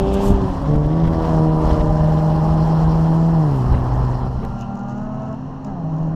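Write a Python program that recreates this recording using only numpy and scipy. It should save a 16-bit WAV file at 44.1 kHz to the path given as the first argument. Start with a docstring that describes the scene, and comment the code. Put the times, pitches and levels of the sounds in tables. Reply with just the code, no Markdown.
"""V6 race car, heard from its bodywork

On a straight the car shifts up, pulls beside a rival and eases off; its firing pulses boom and bark
through pipe and body resonances. Wind buffets the microphone over the roar of the tyres.
At about 4.4 s the sound crossfades to a second, quieter onboard shot before a bend, where the car
revs up and shifts again while the driveline hums and something squeaks."""
import sys
import numpy as np
from scipy import signal
from scipy.fft import rfft, irfft, next_fast_len
from scipy.io import wavfile

SR = 44100
rng = np.random.default_rng(int(sys.argv[2]) if len(sys.argv) > 2 else 0)


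def dump(signal):
    """Clip the signal to [-1, 1] and save it as 16-bit WAV at the path in sys.argv[1]."""
    limited = np.clip(np.atleast_2d(signal).T, -1, 1)
    pcm = np.round(limited * 32767).astype(np.int16)
    wavfile.write(sys.argv[1], SR, pcm)


N = 271215
TIME = np.arange(N) / SR


def from_db(db):
    """Decibels to gain."""
    return 10 ** (np.asarray(db) / 20)


def unit_rms(x):
    """Scale to rms 1."""
    return x / np.sqrt(np.mean(x ** 2) + 1e-20)


def curves(rows):
    """Each column after time_s, interpolated to every sample."""
    times, *columns = np.transpose(rows)
    return [np.interp(TIME, times, column) for column in columns]


def gate(rows, fade_s=0.098):
    """1 over a table's time span, fading to 0 outside it."""
    return np.clip(1 + np.minimum(TIME - rows[0][0], rows[-1][0] - TIME) / fade_s, 0, 1)


def bell(centre_s, sigma_s):
    """Gaussian envelope, peak 1."""
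    return np.exp(-0.5 * ((TIME - centre_s) / sigma_s) ** 2)


def swells_db(rows):
    """Sum of bell-shaped level changes."""
    return sum(db * bell(centre_s, sigma_s) for centre_s, sigma_s, db in rows)


def drift(rate_hz):
    """Slow random wander, rms 1."""
    hop, settle = 40, 2000
    pole = np.exp(-2 * np.pi * rate_hz * hop / SR)
    white = rng.standard_normal(N // hop + settle + 2)
    slow = signal.lfilter([1], [1, -2 * pole, pole * pole], white)[settle:]
    return np.interp(np.arange(N) / hop, np.arange(len(slow)), unit_rms(slow))


def noise(spectrum):
    """Shaped noise, rms 1, falling 20 dB per octave beyond the table's ends."""
    hz, db = np.transpose(spectrum)
    size = next_fast_len(N)
    octave = np.log2(np.maximum(np.arange(size // 2 + 1) * SR / size, 1))
    beyond = np.abs(octave - np.clip(octave, np.log2(hz[0]), np.log2(hz[-1])))
    gain = from_db(np.interp(octave, np.log2(hz), db) - 20 * beyond)
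    return unit_rms(irfft(rfft(rng.standard_normal(size)) * gain, size)[:N])


def turbulence(spectrum, swirl_db, swirl_hz):
    """Noise whose half-octave bands swell and sink independently, rms 1."""
    size = next_fast_len(N)
    bins = rfft(noise(spectrum), size)
    hz = np.clip(np.arange(len(bins)) * SR / size, spectrum[0][0], spectrum[-1][0])
    band = np.floor(2 * np.log2(hz))
    parts = (irfft(bins * (band == k), size)[:N] for k in np.unique(band))
    return unit_rms(sum(part * from_db(swirl_db * drift(swirl_hz)) for part in parts))


def bursts(rows, spectrum, grain_db=0, grain_hz=200):
    """Short swells of noise, made grainy by a random flicker in level."""
    envelope = sum(from_db(db) * bell(centre_s, sigma_s) for centre_s, sigma_s, db in rows)
    return envelope * noise(spectrum) * unit_rms(from_db(grain_db * drift(grain_hz)))


def partial(phase, level_db, rough, flutter_hz=22):
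    """One order of a suction-like pulse, fluttering in strength and phase in the moving air."""
    in_phase = (1 + rough * drift(flutter_hz)) * np.cos(phase)
    quadrature = rough * drift(flutter_hz) * np.sin(phase)
    return -np.sqrt(2) * from_db(level_db) * (in_phase + quadrature)


# freq_hz, density_db
BRIGHT_SPECTRUM = [(1500,-9.5),(3000,3.5),(5000,1.5),(7600,4.5),(10000,-2),(13000,-1.5),(15500,-12)]
# centre_s, sigma_s, level_db
GRIT_SPURTS = [(0.142,0.007,-41),(0.268,0.035,-40.5),(1.3,0.06,-73),(1.7,0.062,-73),(3.58,0.064,-58)]

def grit():
    """Spurts of gritty hiss."""
    return bursts(GRIT_SPURTS, BRIGHT_SPECTRUM, grain_db=2)


# centre_s, sigma_s, level_db
WIND_CRACKLE = [(0.76,0.00098,-48),(0.866,0.0011,-49),(1.07,0.00091,-57)]

def wind_crackle():
    """Sharp crackles as gusts overload the microphone."""
    return bursts(WIND_CRACKLE, BRIGHT_SPECTRUM)


# freq_hz, density_db
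CLICK_SPECTRUM = [(200,0),(1000,4),(2500,-2),(5000,-7),(8000,-12),(15000,-17)]
# centre_s, sigma_s, level_db
CUT_CLICK = [(4.451,0.00065,-37)]

def cut_click():
    """One hard click where the shot changes."""
    return bursts(CUT_CLICK, CLICK_SPECTRUM)


# freq_hz, density_db
SQUEAK_SPECTRUM = [(2000,-30.5),(2800,-1),(3500,-15),(4900,-10),(5600,-5.5),(6700,-4),(7500,-13),(8500,-29),(10800,-28),(11600,-18.5),(13000,-38.5)]
# centre_s, sigma_s, level_db
SQUEAK_EVENTS = [(4.605,0.021,-53),(4.79,0.044,-59.5),(4.925,0.031,-56.5),(5.02,0.031,-64.5),(5.23,0.12,-64),(5.649,0.0023,-53),(5.667,0.0043,-56.5),(5.69,0.015,-66),(5.903,0.0031,-59),(6.0,0.067,-66)]

def squeaks():
    """Scratchy squeaks in the second shot."""
    return bursts(SQUEAK_EVENTS, SQUEAK_SPECTRUM, grain_db=5.5, grain_hz=110)


# freq_hz, density_db
PANEL_SPECTRUM = [(1300,2.5),(1950,7),(2400,-5),(3300,1.5),(4400,-10.5),(5500,-6.5),(7000,-19.5),(12000,-32.5)]
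# centre_s, sigma_s, level_db
PANEL_RATTLES = [(1.06,0.028,-48.5),(1.252,0.013,-49),(1.665,0.0086,-45),(1.71,0.0073,-39),(1.81,0.012,-42)]

def panel_buzz(start_s=0.65, end_s=1.3, count=8, sigma_s=0.023, level_db=-48):
    """Bodywork rattles, plus faint buzzes at random times during the pull."""
    times = start_s + (end_s - start_s) * (np.arange(count) + rng.random(count)) / count
    faint = [(centre_s, sigma_s, level_db) for centre_s in times]
    return bursts(PANEL_RATTLES + faint, PANEL_SPECTRUM, grain_db=3, grain_hz=150)


# freq_hz, density_db
SCRUB_SPECTRUM = [(1800,-18),(2500,-6),(2950,-3),(3500,-7),(4200,-16),(7000,-21)]
SQUEAL_SPECTRUM = [(2300,-28),(2650,-3),(2800,0),(2950,-4),(3300,-28)]
# centre_s, sigma_s, level_db
TYRE_SCRUBS = [(0.07,0.27,-46),(0.19,0.044,-51.5)]
TYRE_SQUEALS = [(4.62,0.032,-53),(4.88,0.057,-70),(5.25,0.14,-64)]

def tyre_scrub():
    """Rubber scrubs and briefly squeals."""
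    scrubs = bursts(TYRE_SCRUBS, SCRUB_SPECTRUM, grain_db=-2, grain_hz=90)
    return scrubs + bursts(TYRE_SQUEALS, SQUEAL_SPECTRUM, grain_db=2.5, grain_hz=60)


# freq_hz, density_db
SLAP_SPECTRUM = [(100,8),(400,18.5),(1000,5.5),(1800,-1.5),(3000,-13.5),(6000,-35),(12000,-36)]
# centre_s, puff_sigma_s, level_db
SLAPS = [(0.757,0.0013,-22),(0.865,0.0018,-30),(1.08,.004,-27),(1.399,0.0015,-33),(3.703,0.0021,-30),(3.748,0.0061,-22.5),(3.988,0.0026,-33),(4.137,0.0045,-32),(4.281,0.0032,-48),(4.44,0.013,-33)]

def wind_slaps(suction_db=11.5, suction_sigma_s=0.0018):
    """An eddy hits the microphone: a pressure dip with a puff of noise."""
    dips = sum(from_db(db + suction_db) * bell(centre_s, suction_sigma_s) for centre_s, _, db in SLAPS)
    return bursts(SLAPS, SLAP_SPECTRUM, grain_db=-3, grain_hz=150) - dips


# time_s, level_db
BUFFET_LEVEL = [(0.0, -26), (0.6, -20.5), (0.9, -24.5), (1.4, -26), (2.2, -27), (2.75, -24.5), (3.4, -29.5),
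                (3.85, -25), (4.45, -26.5), (4.6, -32.5), (5.7, -35), (6.15, -30)]
# time_s, roar_db, hiss_db
ROLLING_LEVELS = [(0.0, -34.5, -54.5), (0.55, -33, -53), (0.86, -38, -58), (2.0, -32, -51.5),
                  (2.9, -31, -51), (3.25, -33.5, -53), (4.0, -32, -54.5), (4.27, -36, -57.5),
                  (4.3, -39.5, -60), (4.5, -40, -59.5), (4.8, -42, -66), (5.6, -43, -67),
                  (6.15, -40, -66.5)]
# centre_s, sigma_s, change_db
BUFFET_GUSTS = [(0.01, 0.074, 6.5), (0.31, 0.026, 7), (1.08, .035, 5.5), (1.71, 0.057, 3.5),
                (1.88, 0.12, 7.5), (3.72, 0.042, 10), (3.95, 0.062, 7), (4.27, 0.017, 3), (4.31, .015, -7)]
ROLLING_SURGES = [(0.24, 0.051, 2), (1.29, 0.11, 5.5), (1.69, 0.062, 5.5)]
# freq_hz, density_db
EDDY_SPECTRUM = [(12,-12.5),(25,-2),(55,4.5),(100,-5),(180,-9),(300,-23.5),(500,-28.5),(1000,-32.5),(2000,-60.5)]
TYRE_SPECTRUM = [(100,5),(250,3.5),(380,0.5),(550,-2),(750,2.5),(1020,1.5),(1200,-6),(1450,-13),(1800,-16.5),(2200,-32.5),(3000,-31),(5000,-62.5)]
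FIRST_SHOT_HISS_SPECTRUM = [(1180, -32.5), (2000, -4), (2290, -9), (3000, -2), (3760, -9.5), (4090, -3.5),
                            (4810, -7), (5320, -3.5), (6400, -13.5), (6910, -12.5), (9920, -21.5),
                            (12000, -20.5), (15000, -33)]
BODY_RUMBLE_SPECTRUM = [(12,-6),(28,8.5),(45,-16),(65,-9.5),(90,-5),(190,-1),(300,-18),(500,-22.5),(1000,-35)]
SECOND_SHOT_HISS_SPECTRUM = [(1800,0),(2300,-2),(2850,9.5),(3500,-4),(4250,4),(4800,-5.5),(5500,3.5),(7000,-7),(8500,-16.5),(11500,-19.5),(15000,-36.5)]

def wind_and_tyres(firing_phase, crossfade_start_s=4.28, crossfade_s=0.48, chuff_depth=0.12):
    """Tyres roar; eddies thump the microphone, then crossfade to the second shot's rumble and hiss."""
    buffet_db = curves(BUFFET_LEVEL)[0] + swells_db(BUFFET_GUSTS) + 1.47 * drift(6.6)
    roar_db, hiss_db = curves(ROLLING_LEVELS) + swells_db(ROLLING_SURGES)
    crossfade = np.clip((TIME - crossfade_start_s) / crossfade_s, 0, 1)
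    # on the straight, each firing pulses the noise and the eddies shake the hiss
    chuff = 1 + chuff_depth * (1 - crossfade) * (np.cos(firing_phase) + 0.5 * np.cos(2 * firing_phase))
    eddies = noise(EDDY_SPECTRUM)
    shake_db = 2 * from_db(buffet_db - np.max(buffet_db)) * eddies
    tyres = from_db(roar_db + 5) * turbulence(TYRE_SPECTRUM, swirl_db=1, swirl_hz=13)
    rush = turbulence(FIRST_SHOT_HISS_SPECTRUM, swirl_db=1.67, swirl_hz=17)
    wind = from_db(buffet_db + 2) * eddies + from_db(hiss_db + 2.5 - shake_db) * rush * chuff
    rumble = from_db(buffet_db + 2) * noise(BODY_RUMBLE_SPECTRUM)
    thin_hiss = from_db(hiss_db + 4.5) * noise(SECOND_SHOT_HISS_SPECTRUM)
    return tyres * chuff + np.sqrt(1 - crossfade) * wind + np.sqrt(crossfade) * (rumble + thin_hiss)


def rotation_phase(hz):
    """Running angle in radians."""
    return 2 * np.pi * np.cumsum(hz) / SR


def hum(rows, harmonics_db, rough, pitch_ratio=1):
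    """Tone of a turning shaft, with a few harmonics."""
    hz, level_db = curves(rows)
    phase = rotation_phase(pitch_ratio * hz)
    return gate(rows) * sum(partial(k * phase, level_db + db, rough)
                            for k, db in enumerate(harmonics_db, start=1))


# time_s, pitch_hz, level_db
STRAIGHT_HUM = [(0.0, 261.9, -32), (1.1, 282.6, -33)]
BEND_HUM = [(4.5, 228, -34), (4.94, 242.3, -33.5), (5.45, 260.3, -33.5), (6.15, 276.3, -38)]

def driveline():
    """Hum rising with road speed; before the bend a slower shaft drones under it."""
    straight = hum(STRAIGHT_HUM, harmonics_db=[0, -8], rough=0.58)
    bend = hum(BEND_HUM, harmonics_db=[0, -26, -16], rough=0.12)
    drone = hum(BEND_HUM, harmonics_db=[0.5, -15], rough=0.16, pitch_ratio=0.535)
    return straight + bend + drone


# time_s, firing_hz
RIVAL_REVS = [(0.5, 185.4), (0.95, 188.8), (1.5, 196), (2.0, 201), (2.45, 204), (2.8, 207.7)]
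# order, loudest_s, level_db
RIVAL_BEAMS = [(1, 2.1, -33.5), (3, 2.12, -32), (4, 2.43, -35), (5, 1.68, -37), (6, 1.2, -42.5)]

def rival_engine(gap_m=2.1, closing_m_per_s=6.1, gain_db=2):
    """A car alongside: each harmonic beams its own way, so peaks at its own moment of the pass."""
    firing_phase = rotation_phase(curves(RIVAL_REVS)[0])
    out = 0
    for order, loudest_s, db in RIVAL_BEAMS:
        distance_m = np.hypot(gap_m, closing_m_per_s * (TIME - loudest_s))
        phase = order * firing_phase + rng.uniform(0, 2 * np.pi)
        out += partial(phase, db + gain_db, rough=0.22) * gap_m / distance_m
    return out * gate(RIVAL_REVS, fade_s=0.078)


def engine(revs, load, pipe, bark_orders, rasp_orders, boom_gain_db, bark_gain_db, rasp_gain_db,
           boom_rough, bark_rough, rasp_rough, jitter_rad, smear_rad, waver_db):
    """Firing note (boom), harmonics in the pipe (bark), weak orders (rasp). 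Returns sound and phase."""
    firing_hz, = curves(revs)
    boom_db, bark_db, fall_db = curves(load)
    pipe_hz, pipe_db = np.transpose(pipe)
    phase = rotation_phase(firing_hz) + jitter_rad * drift(37)

    def smeared(order):
        """The pipes delay the high orders, smearing each pulse."""
        return order * phase - smear_rad * (order - 2) ** 2

    out = partial(phase, boom_db + boom_gain_db, boom_rough)
    for k, order in enumerate(bark_orders):
        resonance_db = np.interp(np.log(order * firing_hz), np.log(pipe_hz), pipe_db)
        level_db = bark_db + resonance_db - fall_db * k + waver_db * drift(3.3)
        out += partial(smeared(order), level_db + bark_gain_db, bark_rough)
    # unequal cylinders give the half orders
    for order, db in rasp_orders:
        out += partial(smeared(order), bark_db + rasp_gain_db + db, rasp_rough)
    return out * gate(revs), phase


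def body_howl(revs, load, firing_phase, order=5, centre_hz=794, width_hz=51, gain_db=-20):
    """One harmonic growls while it sits on a body resonance."""
    pitch_hz = order * curves(revs)[0]
    boom_db = curves(load)[0]
    resonance = 1 / np.hypot(1, 2 * (pitch_hz - centre_hz) / width_hz)
    return partial(order * firing_phase, boom_db + gain_db, rough=0.15) * resonance * gate(revs)


# time_s, firing_hz
BEND_REVS = [(4.25, 194.1), (4.5, 197.3), (4.68, 195.9), (4.94, 202.9), (5.05, 212.4), (5.35, 218.7),
             (5.55, 205.4), (5.68, 207), (5.77, 176.1), (5.85, 157.3), (6.15, 160.2)]
# time_s, boom_db, bark_db, fall_db_per_harmonic
BEND_LEVELS = [(4.25, -53, -41, 2.5), (4.7, -28.5, -34, 2.5), (5.34, -33, -31.5, 4), (5.42, -39, -67, 12),
               (5.56, -57, -55, 0), (5.68, -29.5, -26, 8.5), (5.78, -28, -35.5, 2.5),
               (5.95, -21.5, -33, 3.5), (6.15, -20, -30, 6)]
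# freq_hz, gain_db
BEND_RESONANCES = [(320, -7), (390, -19), (440, -18), (470, -13), (590, -11), (635, -1), (700, 3),
                   (810, 1.5), (865, -8), (1020, -13.5), (1090, -1.5), (1160, -8), (1220, 0.5),
                   (1310, -2.5), (1410, 0.5), (1520, -10)]
# order, relative_db
BEND_RASP = [(2.5,-11),(3.5,-1),(4.5,-6),(5.5,-23.5),(6.5,-11),(8,-17),(10,-24.5)]

def engine_before_bend():
    """The V6 pulls, shifts up and turns duller."""
    sound, _ = engine(
        BEND_REVS, BEND_LEVELS, BEND_RESONANCES, bark_orders=(2, 3, 4, 5, 6, 7), rasp_orders=BEND_RASP,
        boom_gain_db=-0.8, bark_gain_db=-1.34, rasp_gain_db=-15.5,
        boom_rough=0.11, bark_rough=0.28, rasp_rough=0.21,
        jitter_rad=0.013, smear_rad=0.624, waver_db=0.5)
    return sound


# time_s, firing_hz
STRAIGHT_REVS = [(0.0, 193.9), (0.33, 198.7), (0.48, 187.8), (0.56, 173.7), (0.64, 149.1), (0.88, 149.8),
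                 (0.96, 164.4), (1.24, 161.3), (1.4, 157.7), (1.82, 155.3), (2.7, 159.4), (3.1, 161.7),
                 (3.33, 164.9), (3.42, 155.5), (3.62, 124.5), (4.5, 126.6)]
# time_s, boom_db, bark_db, fall_db_per_harmonic
STRAIGHT_LEVELS = [(0.0, -24.5, -29.5, -3), (0.3, -20.5, -26, 0.5), (0.48, -26.5, -35.5, 6),
                   (0.63, -36, -52, 14), (0.69, -16.5, -25, 2.5), (0.82, -19, -29, 2),
                   (1.04, -16.5, -26.5, 6), (1.22, -25.5, -25.5, 2), (1.4, -14.5, -24.5, 3.3),
                   (1.82, -25, -27, 3), (2.02, -16, -31.5, 1.5), (2.8, -16.3, -31, 5.5),
                   (3.42, -14.5, -30.5, 2.5), (3.62, -20.5, -31.5, 8.5), (4.1, -20.5, -35, 8),
                   (4.5, -29, -42.5, 11)]
# freq_hz, gain_db
STRAIGHT_RESONANCES = [(250, 0.5), (315, -0.2), (345, -2), (375, 3), (392, 4.5), (450, -1), (485, -3.5),
                       (585, -6), (620, 0), (655, -0.5), (790, -13)]
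# order, relative_db
STRAIGHT_RASP = [(.5,1),(1.5,2.5),(2.5,-2.5),(3.5,-5.5),(4.5,-5),(5.5,-26),(6,-11.5),(6.5,-30),(7,-26.5),(8,-20),(9,-22.5)]

def engine_on_straight():
    """The V6 shifts up, howls through a long pull and lifts. Returns sound and firing phase."""
    sound, phase = engine(
        STRAIGHT_REVS, STRAIGHT_LEVELS, STRAIGHT_RESONANCES,
        bark_orders=(2, 3, 4), rasp_orders=STRAIGHT_RASP,
        boom_gain_db=0.5, bark_gain_db=1.04, rasp_gain_db=-8,
        boom_rough=0.069, bark_rough=0.13, rasp_rough=0.25,
        jitter_rad=0.041, smear_rad=0.274, waver_db=1.1)
    return sound + body_howl(STRAIGHT_REVS, STRAIGHT_LEVELS, phase), phase


def scene():
    """Small noises, air, driveline and engines of both shots, in mono."""
    straight, firing_phase = engine_on_straight()
    small_noises = grit() + wind_crackle() + cut_click() + squeaks() + panel_buzz() + tyre_scrub()
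    air = wind_slaps() + wind_and_tyres(firing_phase)
    return (small_noises + air + driveline() + rival_engine() + engine_before_bend() + straight)[None]


def record(dry):
    """Soft clip, steep low-pass and a quick fade at the end."""
    ceiling, stopband_hz, fade_s = 1.7, 16112, 0.004
    rounded = ceiling * np.tanh(dry / ceiling)
    lowpass = signal.cheby2(16, 70, stopband_hz, fs=SR, output="sos")
    fade = np.clip((TIME[-1] - TIME) / fade_s, 0, 1)
    return fade * signal.sosfilt(lowpass, rounded)


dry = scene()
out = record(dry)
dump(out)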